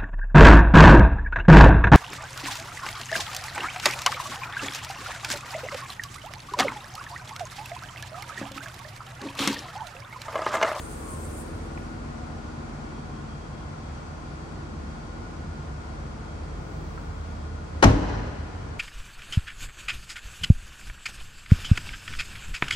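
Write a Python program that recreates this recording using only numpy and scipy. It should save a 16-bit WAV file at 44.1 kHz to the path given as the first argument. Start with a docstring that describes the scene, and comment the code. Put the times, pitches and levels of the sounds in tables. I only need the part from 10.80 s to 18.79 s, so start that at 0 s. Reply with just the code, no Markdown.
"""A hatchback's tailgate slams close by in a large car showroom: after a whisper of gas struts the latch
clatters, the steel panels ring, the shut-in air booms and the hall answers. Underneath lies a bed of
duct rumble, vent rush and fan tones that shifts as the listener backs away and returns, and a far
engine whose fast idle slowly sinks. A thin hiss opens the scene; faint squeaks and two taps dot it."""
import sys
import numpy as np
from scipy import signal
from scipy.fft import rfft, irfft, next_fast_len
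from scipy.io import wavfile
from scipy.ndimage import uniform_filter1d, map_coordinates

SR = 44100
rng = np.random.default_rng(int(sys.argv[2]) if len(sys.argv) > 2 else 0)


def inscribe(sig):
    """Save sig as 16-bit PCM at rate SR to the path in sys.argv[1].

    A 1-D sig is mono; a 2-D sig holds one channel per row.
    Samples are clipped to [-1, 1] before scaling.
    """
    pcm = np.round(np.clip(np.atleast_2d(sig).T, -1, 1) * 32767)
    wavfile.write(sys.argv[1], SR, pcm.astype(np.int16))


N = 352342

# Stereo width: (frequency [Hz], left-right correlation [-1..1])
STEREO_LIKENESS = [(60, 0.99), (150, 0.92), (300, 0.69), (550, -0.037), (1800, -0.12), (3000, 0.054),
                   (8500, 0.039), (10000, -0.49)]
# Stereo balance: (frequency [Hz], left minus right [dB])
STEREO_BALANCE = [(100, -.5), (350, 1.8), (600, 1.5), (1800, 2), (4500, .5), (6500, 3.2), (9000, -1)]

# Duct rumble colour: (frequency [Hz], level [dB])
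RUMBLE_SPECTRUM = [(22, -18), (30, -23), (45, -2), (55, -5), (68, 3), (90, 3), (105, -1), (125, -8)]
# Duct drone colour: (frequency [Hz], level [dB])
DRONE_SPECTRUM = [(120, -9), (143, -0.5), (160, -2), (180, -7), (200, -8.5), (220, -5), (255, -9.5),
                  (290, -10.5), (335, -8.5), (400, -16.5)]
# Walking through the drone's standing waves: (time [s], boost [dB], half width [s])
DRONE_SWELLS = [(2.05, 2, .55), (3.85, 4, 0.29), (4.55, 2.5, 0.37)]
# Vent air colour: (frequency [Hz], level [dB])
RUSH_SPECTRUM = [(250, -24), (420, -.5), (560, -1.5), (800, -1.5), (1080, -3.5), (1400, -4.5), (1600, -10),
                 (2300, -13.5), (2900, -19), (3700, -20.5), (4650, -19.5), (5300, -22), (7400, -24.5),
                 (8200, -27), (9700, -30.5), (11000, -42)]
# Hollow rush by the open boot: (frequency [Hz], level [dB])
HOLLOW_SPECTRUM = [(230, -12), (300, 1.5), (400, -3.5), (510, -1.5), (620, -9.5), (760, -19)]
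# Its swells: (time [s], level [dB], half width [s])
HOLLOW_SWELLS = [(.5, -44.5, .6), (5.3, -51, 0.33), (5.9, -47.5, 0.24)]
# Fan tones: (frequency [Hz], level [dB], width [Hz], swell time [s], swell or dip [dB])
FAN_TONES = [(45, -43, 0.43, 3.1, -4.5), (68.7, -47, 0.65, 7.5, -1), (149.8, -59, 5, 4.04, 9.5),
             (443, -57.5, 0.92, 2.7, -18), (733, -61.5, 3.9, 2, 6.5), (1053, -59.5, 45, 2.8, 3.5),
             (4660, -73.5, 170, 3.5, 4), (5545, -75, 14, 2.2, 3), (6030, -74.5, 30, 3.3, 2.5)]
# Blower surges: (time [s], boost [dB], half width [s])
BLOWER_SURGES = [(.92, 5, .08), (1.1, 5, .06), (1.8, 3, .15), (4.45, 3.5, .12), (4.85, 2.5, .1),
                 (5.5, 2, .08)]
# Fader curve of the fan whine: (time [s], level [dB])
WHINE_LEVELS = [(0, -76), (2, -71.5), (2.3, -68), (2.8, -64), (3.07, -64), (3.3, -71), (4.8, -70.5),
                (5.8, -69), (6.45, -68), (7, -71)]
# Engine harmonics: (shaft multiple, level [dB], swell time [s], swell [dB])
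ENGINE_ORDERS = [(4, -49, 6.75, 9.5), (7, -54, 2.4, 9), (8, -55.5, 6.4, 5.5), (9, -55, 6.23, 6.5),
                 (11, -52, 1.8, 6), (12, -52.5, 1.1, 5.5), (13, -60.5, .8, 9), (15, -56, 1.7, 3.5),
                 (16, -63, 0.85, 16.5), (17, -62.5, 4.2, 8), (20, -64.5, 0.86, 4)]
# Hiss colour: (frequency [Hz], level [dB])
HISS_SPECTRUM = [(4000, -34), (6500, -6.5), (7800, -4), (8600, -3.5), (9500, -3), (12000, -6.5),
                 (13500, -25), (15000, -13), (15900, -15)]
# Hiss surges: (time [s], boost [dB], half width [s])
HISS_SURGES = [(.03, 2, .04), (.13, 4.5, .03), (.325, 3, .06), (.46, 1.5, .035), (.585, 3, .04)]
# Far squeaks: (time [s], half length [s], pitch [Hz], glide [Hz/s], level [dB])
SQUEAKS = [(.07, 0.037, 1356, -300, -49), (0.326, 0.096, 1080, -600, -43), (3.436, 0.045, 1034, 700, -45.5)]
# Light knocks: (time [s], level [dB], band bottom [Hz], band top [Hz])
TAPS = [(0.975, -32.5, 700, 2480), (6.176, -31.5, 1300, 1860)]

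# Hall decay: (frequency [Hz], t60 [s])
HALL_DECAY = [(60, 0.79), (300, 1.7), (1000, 1.9), (2500, 3.2), (5000, 2.3), (8000, 0.9), (11000, .25)]
# Hall bloom, slowest in the bass: (frequency [Hz], rise time [s])
HALL_BLOOM = [(60, .2), (130, .12), (300, 0.022), (1000, 0.018)]
# Colour of the hall's tail: (frequency [Hz], level [dB])
HALL_SPECTRUM = [(60, -17), (150, -12.5), (300, -8), (1000, -10), (3000, -11.5), (6000, -16), (12000, -13)]
# Echoes off the far walls: (delay [s], boost [dB], half width [s])
WALL_ECHOES = [(.2, 3, 0.013), (.258, 5.5, .012), (.308, 5, 0.022), (.352, 4, .014), (.42, 2, 0.036)]

# Jolts of the lid: (time [s], level [dB])
LID_JOLTS = [(7.0462, -12.5), (7.0662, -24), (7.086, -23), (7.1114, -16), (7.144, -23)]
# Modes of the hollow trim panel: (frequency [Hz], level [dB], t60 [s])
TRIM_MODES = [(150, -7, .06), (287, -2, 0.043), (370, -7.5, .04)]
# Modes of the trapped cabin air: (time [s], frequency [Hz], level [dB], t60 [s])
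CABIN_MODES = [(7.044, 48.7, -20.5, .9), (7.0565, 108.8, -13.5, .32)]
# The lid bouncing on its rubber stops: (time [s], level [dB], half width [s])
LID_BOUNCES = [(7.0604, -6, 0.0033), (7.081, -8, 0.0047), (7.1095, -11, 0.0036), (7.144, -14.5, 0.0038),
               (7.164, -20, 0.0054)]
# Thud of the rubber seal: (frequency [Hz], level [dB])
SEAL_SPECTRUM = [(35, -9), (70, -15), (180, -7.5), (320, -6), (450, -15), (900, -20), (2000, -29),
                 (6000, -41.5)]
# Panel and latch modes, the heavy ones starting later: (time [s], frequency [Hz], level [dB], t60 [s])
STEEL_MODES = [(7.04, 150, -13.5, 0.15), (7.04, 204, -14.5, 0.27), (7.041, 276.3, -18, 0.68),
               (7.046, 312, -21, 0.73), (7.0255, 405, -13, 0.13), (7.03, 436, -26, 0.51),
               (7.03, 499, -26, 0.3), (7.03, 538, -26.5, 0.3), (7.033, 611, -19, 0.3),
               (7.034, 675, -15.5, 0.18), (7.0255, 797, -17, 0.29), (7.026, 922, -28, 0.13),
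               (7.027, 1072, -19, 0.26), (7.026, 1321, -29, 0.2), (7.026, 1827, -24, .12),
               (7.025, 2945, -18, 0.045), (7.027, 4500, -28, 0.05), (7.041, 5700, -18, 0.03)]
# Latch hitting striker: (time [s], relative level [dB], clank offset [dB])
LATCH_CONTACTS = [(7.0245, -24, 13), (7.0268, -15.5, 2), (7.0313, -26, 12), (7.0346, -22, 5.5),
                  (7.0375, -22, 10), (7.0416, -11.5, -9), (7.079, -38, 4), (7.0995, -36, 0)]
# Bright latch click: (frequency [Hz], level [dB])
CLICK_SPECTRUM = [(1500, -12), (2300, 2), (2650, -2), (3000, 5), (3550, -10), (4150, 3), (4900, -1),
                  (5400, -1), (6400, 0.5), (7400, -9.5), (8700, -8.5), (10000, -17), (15500, -26)]
# Darker steel clank: (frequency [Hz], level [dB])
CLANK_SPECTRUM = [(150, -14), (380, 1.5), (520, -3), (850, -0.5), (1100, -1), (1400, -4.5), (1650, -7),
                  (1880, -5.5), (2300, -15.5), (4000, -22.5)]


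def amp(db):
    """Decibels to gain."""
    return 10 ** (np.asarray(db) / 20)


def unit(x):
    """Scale to rms 1."""
    return x / np.sqrt(np.mean(np.abs(x) ** 2) + 1e-20)


def along(points, hz):
    """Read (frequency, value) points on a log frequency axis."""
    freqs, values = np.transpose(points)
    return np.interp(np.log(hz + 1), np.log(freqs + 1), values)


def since(start_s):
    """Seconds elapsed after start_s, zero before it."""
    return np.maximum(np.arange(N) / SR - start_s, 0)


def bump(t, centre_s, half_s):
    """A bell-shaped fade in and out, peaking at 1."""
    return np.exp(-((t - centre_s) / half_s) ** 2)


def swells(rows, t):
    """Sum of smooth boosts in dB, from (time, boost, half width) rows."""
    return sum(db * bump(t, s, half_s) for s, db, half_s in rows)


def strike(start_s, t60, attack):
    """Envelope of a hit: quick rise, exponential decay."""
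    t = since(start_s)
    return np.exp(-np.log(1000) * t / t60) * (1 - np.exp(-t / attack))


def wobble(rate):
    """A smooth random curve with rate knots a second."""
    coarse = np.arange(0, N + 64, 64)
    knots = rng.standard_normal(2048)
    return np.interp(np.arange(N), coarse, map_coordinates(knots, [coarse * rate / SR], mode="wrap"))


def filtered(x, response):
    """EQ x with a gain given as a function of frequency."""
    size = next_fast_len(N + SR // 2)
    return irfft(rfft(x, size) * response(np.fft.rfftfreq(size, 1 / SR)), size)[..., :N]


def diffuse(pair):
    """Blend two unrelated signals into room stereo: narrow in the bass, wide in the treble."""
    angle = lambda hz: np.arccos(np.clip(along(STEREO_LIKENESS, hz), -1, 1)) / 2
    mid, side = filtered(pair, lambda hz: np.array([np.cos(angle(hz)), np.sin(angle(hz))]))
    return np.array([mid + side, mid - side])


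def spread(tones):
    """Turn a pair of complex tones into room stereo."""
    return diffuse(np.array([tones[0].real, tones[1].imag]))


def near_left(x, left_db=4, lag_s=0.00024):
    """Pan a close sound: louder on the left, later on the right."""
    gains = amp([[left_db / 2], [-left_db / 2]])
    return filtered(x, lambda hz: gains * np.exp(-2j * np.pi * np.outer([0, lag_s], hz)))


def noise(spectrum):
    """Stereo noise of rms 1, falling away steeply beyond the ends of its spectrum."""
    low, high = spectrum[0][0], spectrum[-1][0]
    skirt = lambda hz: np.minimum(hz / low, 1) ** 4 / np.maximum(hz / high, 1) ** 4
    white = rng.standard_normal((2, N))
    return unit(diffuse(filtered(white, lambda hz: amp(along(spectrum, hz)) * skirt(hz))))


def scatter(rate):
    """Two wandering complex gains: reflections mixing at random."""
    return np.array([wobble(rate) + 1j * wobble(rate) for _ in range(2)])


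def flicker(hz, rate, depth):
    """A stereo tone of rms 1, roughened by its reflections."""
    return unit(spread((1 + depth * scatter(rate)) * np.exp(2j * np.pi * hz * since(0))))


def ventilation():
    """Ducts rumble and drone, air rushes from the vents; backing away weakens rumble and rush."""
    t = since(0)
    away = bump(t, centre_s=3.24, half_s=2.4)  # 0 at the car, 1 at the far point of the walk
    rumble = amp(-39 - 4 * away + 0.45 * wobble(4.4)) * noise(RUMBLE_SPECTRUM)
    drone = amp(-44.5 + swells(DRONE_SWELLS, t) + 0.37 * wobble(5.5)) * noise(DRONE_SPECTRUM)
    rush = amp(-43 - 0.2 * t - 0.5 * away + 0.27 * wobble(6)) * noise(RUSH_SPECTRUM)
    return rumble + drone + rush


def hollow_rush():
    """The rush turns hollow while the listener is close to the open boot."""
    level = sum(amp(db) * bump(since(0), s, half_s) for s, db, half_s in HOLLOW_SWELLS)
    return level * noise(HOLLOW_SPECTRUM)


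def fans():
    """Low hums and rough whines swell or dip along the walk through the hall's standing waves."""
    t, tones = since(0), np.zeros((2, N), complex)
    for hz, db, width_hz, swell_s, swell_db in FAN_TONES:
        level = amp(db + swell_db * bump(t, swell_s, half_s=1.5))
        roughness = unit(1 + width_hz / 7 * scatter(1.5 * width_hz))
        tones += level * np.sqrt(2) * roughness * np.exp(2j * np.pi * hz * t)
    return spread(tones)


def blower():
    """A rough machine tone that surges now and then."""
    return amp(-57 + swells(BLOWER_SURGES, since(0))) * flicker(hz=1440, rate=36, depth=2.5)


def fan_whine():
    """One thin, high fan tone that comes and goes as the listener walks."""
    times, levels_db = np.transpose(WHINE_LEVELS)
    return amp(np.interp(since(0), times, levels_db)) * flicker(hz=3270, rate=24, depth=0.49)


def far_engine(shaft_hz=20.74, sag_hz_per_s=0.22, gain_db=1.57):
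    """The idle sinks as the engine warms; each order swells and fades in the hall's standing waves."""
    t, pair = since(0), np.zeros((2, N))
    shaft_angle = 2 * np.pi * np.cumsum(shaft_hz - sag_hz_per_s * t) / SR
    for order, db, swell_s, swell_db in ENGINE_ORDERS:
        level_db = db + swell_db * bump(t, swell_s, half_s=1.2)
        for channel, wave in zip(pair, (np.sin, np.cos)):
            level = amp(level_db + 1.6 * wobble(1.3))
            channel += level * wave(order * shaft_angle + 0.5 * wobble(1.505))
    return amp(gain_db) * diffuse(pair)


def hiss(cut_s=0.62, sizzle_hz=8580, wander_hz=129.5):
    """A thin, rustling hiss surges, cuts off and lingers briefly; a narrow sizzle flutters on top."""
    after = since(cut_s)
    release_db = np.maximum(-100 * after, -7 - 25 * after)  # fast drop, then the hall's slower tail
    level_db = -52 + swells(HISS_SURGES, since(0)) + release_db
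    spectrogram = signal.stft(noise(HISS_SPECTRUM), nperseg=256)[2]
    patches = uniform_filter1d(rng.standard_normal(spectrogram.shape[1:]), size=5, axis=0)
    patches = uniform_filter1d(patches, size=8, axis=1)  # loud and soft spots in frequency and time
    rustle = unit(signal.istft(spectrogram * amp(2.8 * unit(patches)), nperseg=256)[1][:, :N])
    phase = 2 * np.pi * np.cumsum(sizzle_hz + wander_hz * wobble(14)) / SR
    low_noise = filtered(rng.standard_normal((2, N)), lambda hz: 1 / (1 + (hz / 330) ** 2))
    sizzle = amp(-3 + 2.6 * wobble(31.8)) * unit(low_noise * np.sin(phase))
    return amp(level_db + 0.69 * wobble(35)) * (rustle + sizzle)


def squeaks():
    """Faint, far squeaks that glide in pitch, blurred by the hall."""
    pair = np.zeros((2, N))
    for s, half_s, hz, glide, db in SQUEAKS:
        t = since(0) - s
        phase = 2 * np.pi * (hz + glide * t / 2) * t
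        for channel in pair:
            channel += amp(db) * bump(t, 0, half_s) * np.sin(phase + wobble(70))
    return diffuse(pair)


def taps():
    """Small, short knocks, each a noise burst in its own band."""
    knocks = np.zeros((2, N))
    for s, db, low, high in TAPS:
        band = noise([(low / 2, -14), (low, 0), (high, -2), (high * 1.13, -20)])
        knocks += amp(db) * strike(s, t60=0.037, attack=0.0005) * band
    return knocks


def hall(x):
    """The reverb blooms slowly and far walls throw back blurred echoes; the top end dies first."""
    hz, t, spectrogram = signal.stft(rng.standard_normal((2, SR + SR // 2)), SR, nperseg=256)
    bloom = 1 - np.exp(-t / along(HALL_BLOOM, hz)[:, None])
    decay = np.exp(-np.log(1000) * t / along(HALL_DECAY, hz)[:, None])
    envelope = bloom * decay * amp(swells(WALL_ECHOES, t))
    band_energy = np.sum(envelope ** 2, axis=1, keepdims=True) * SR * t[1]
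    envelope *= amp(along(HALL_SPECTRUM, hz))[:, None] / np.sqrt(band_energy)
    tail = signal.istft(spectrogram * envelope, SR, nperseg=256)[1]
    return diffuse(signal.fftconvolve(x, tail, axes=1)[:, :N])


def struts(start_s=5.72, full_speed_s=5.93, ease_s=6.15, release_db_per_s=25):
    """The gas struts whisper while the tailgate swings down: they speed up, hold and ease off."""
    speed = np.clip(since(start_s) / (full_speed_s - start_s), 0, 1)
    level = speed * amp(-69 - release_db_per_s * since(ease_s))
    return level * noise([(10000, -11), (13000, -11), (14800, -2), (15700, 0)])


def trim_knocks():
    """The hollow trim knocks each time the lid jolts."""
    t, hits = np.arange(SR // 4) / SR, np.zeros(N)
    knock = sum(amp(db) * np.exp(-np.log(1000) * t / t60) * np.sin(2 * np.pi * hz * t)
                for hz, db, t60 in TRIM_MODES)
    for s, db in LID_JOLTS:
        hits[round(s * SR)] = amp(db)
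    return near_left(signal.fftconvolve(hits, knock)[:N])


def cabin_boom(seal_s=7.044):
    """The slam's weight: the lid sinks into its seal, bounces on its stops and squeezes the cabin air."""
    air = sum(amp(db) * strike(s, t60, attack=0.007) * np.sin(2 * np.pi * hz * since(s))
              for s, hz, db, t60 in CABIN_MODES)
    for s, db, half_s in LID_BOUNCES:
        offset = (since(0) - s) / half_s
        air += amp(db) * (2 * offset ** 2 - 1) * np.exp(-offset ** 2)  # one soft push with no ring
    thud = amp(-15) * strike(seal_s, t60=0.5, attack=0.0025) * noise(SEAL_SPECTRUM)
    return air + thud


def panel_ring():
    """The steel rings a little to the left; the flexing sheet makes each mode waver."""
    ring = np.zeros(N)
    for s, hz, db, t60 in STEEL_MODES:
        phase = 2 * np.pi * hz * since(s) + 0.5 * wobble(55)
        ring += amp(db) * strike(s, t60, attack=0.0016) * np.sin(phase)
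    return near_left(ring)


def latch():
    """The claw hits the striker and snaps through its catches: bright clicks over a steel clank."""
    clicks = sum(amp(db) * strike(s, t60=0.019, attack=0.00064) for s, db, _ in LATCH_CONTACTS)
    clanks = sum(amp(db + clank_db) * strike(s, t60=0.049, attack=0.0014)
                 for s, db, clank_db in LATCH_CONTACTS)
    trim_buzz = amp(-27) * strike(LATCH_CONTACTS[0][0], t60=0.23, attack=0.0099)
    direct = amp(-1.5) * near_left(noise(CLANK_SPECTRUM)[0])
    off_bodywork = amp(-5) * noise(CLANK_SPECTRUM)
    snap = amp(-2) * (clicks + trim_buzz) * noise(CLICK_SPECTRUM)
    body = amp(-3) * (clanks + amp(9.5) * trim_buzz) * (direct + off_bodywork)
    return snap + body


def scene():
    """The mix: the slam and its echo over the humming hall."""
    knocks = cabin_boom() + trim_knocks() + taps()
    ring = panel_ring()
    # The latch sounds different in each direction, so fresh layers feed its diffuse echo.
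    echo = amp(-3.4) * sum(hall(latch()) for _ in range(2))
    echo += hall(amp(1) * knocks + amp(-9.5) * ring)
    foreground = latch() + knocks + ring + echo + struts()
    bed = ventilation() + hollow_rush() + fans() + blower() + fan_whine() + far_engine()
    return foreground + bed + hiss() + squeaks()


def record(dry, top_hz=16200):
    """Master chain: mids and highs lean left, peaks are rounded off and the very top is cut."""
    leaning = filtered(dry, lambda hz: amp(np.outer([0.5, -0.5], along(STEREO_BALANCE, hz))))
    rounded = leaning / (1 + np.abs(leaning) ** 6) ** (1 / 6)
    return filtered(rounded, lambda hz: hz < top_hz)


dry = scene()
out = record(dry)
inscribe(out)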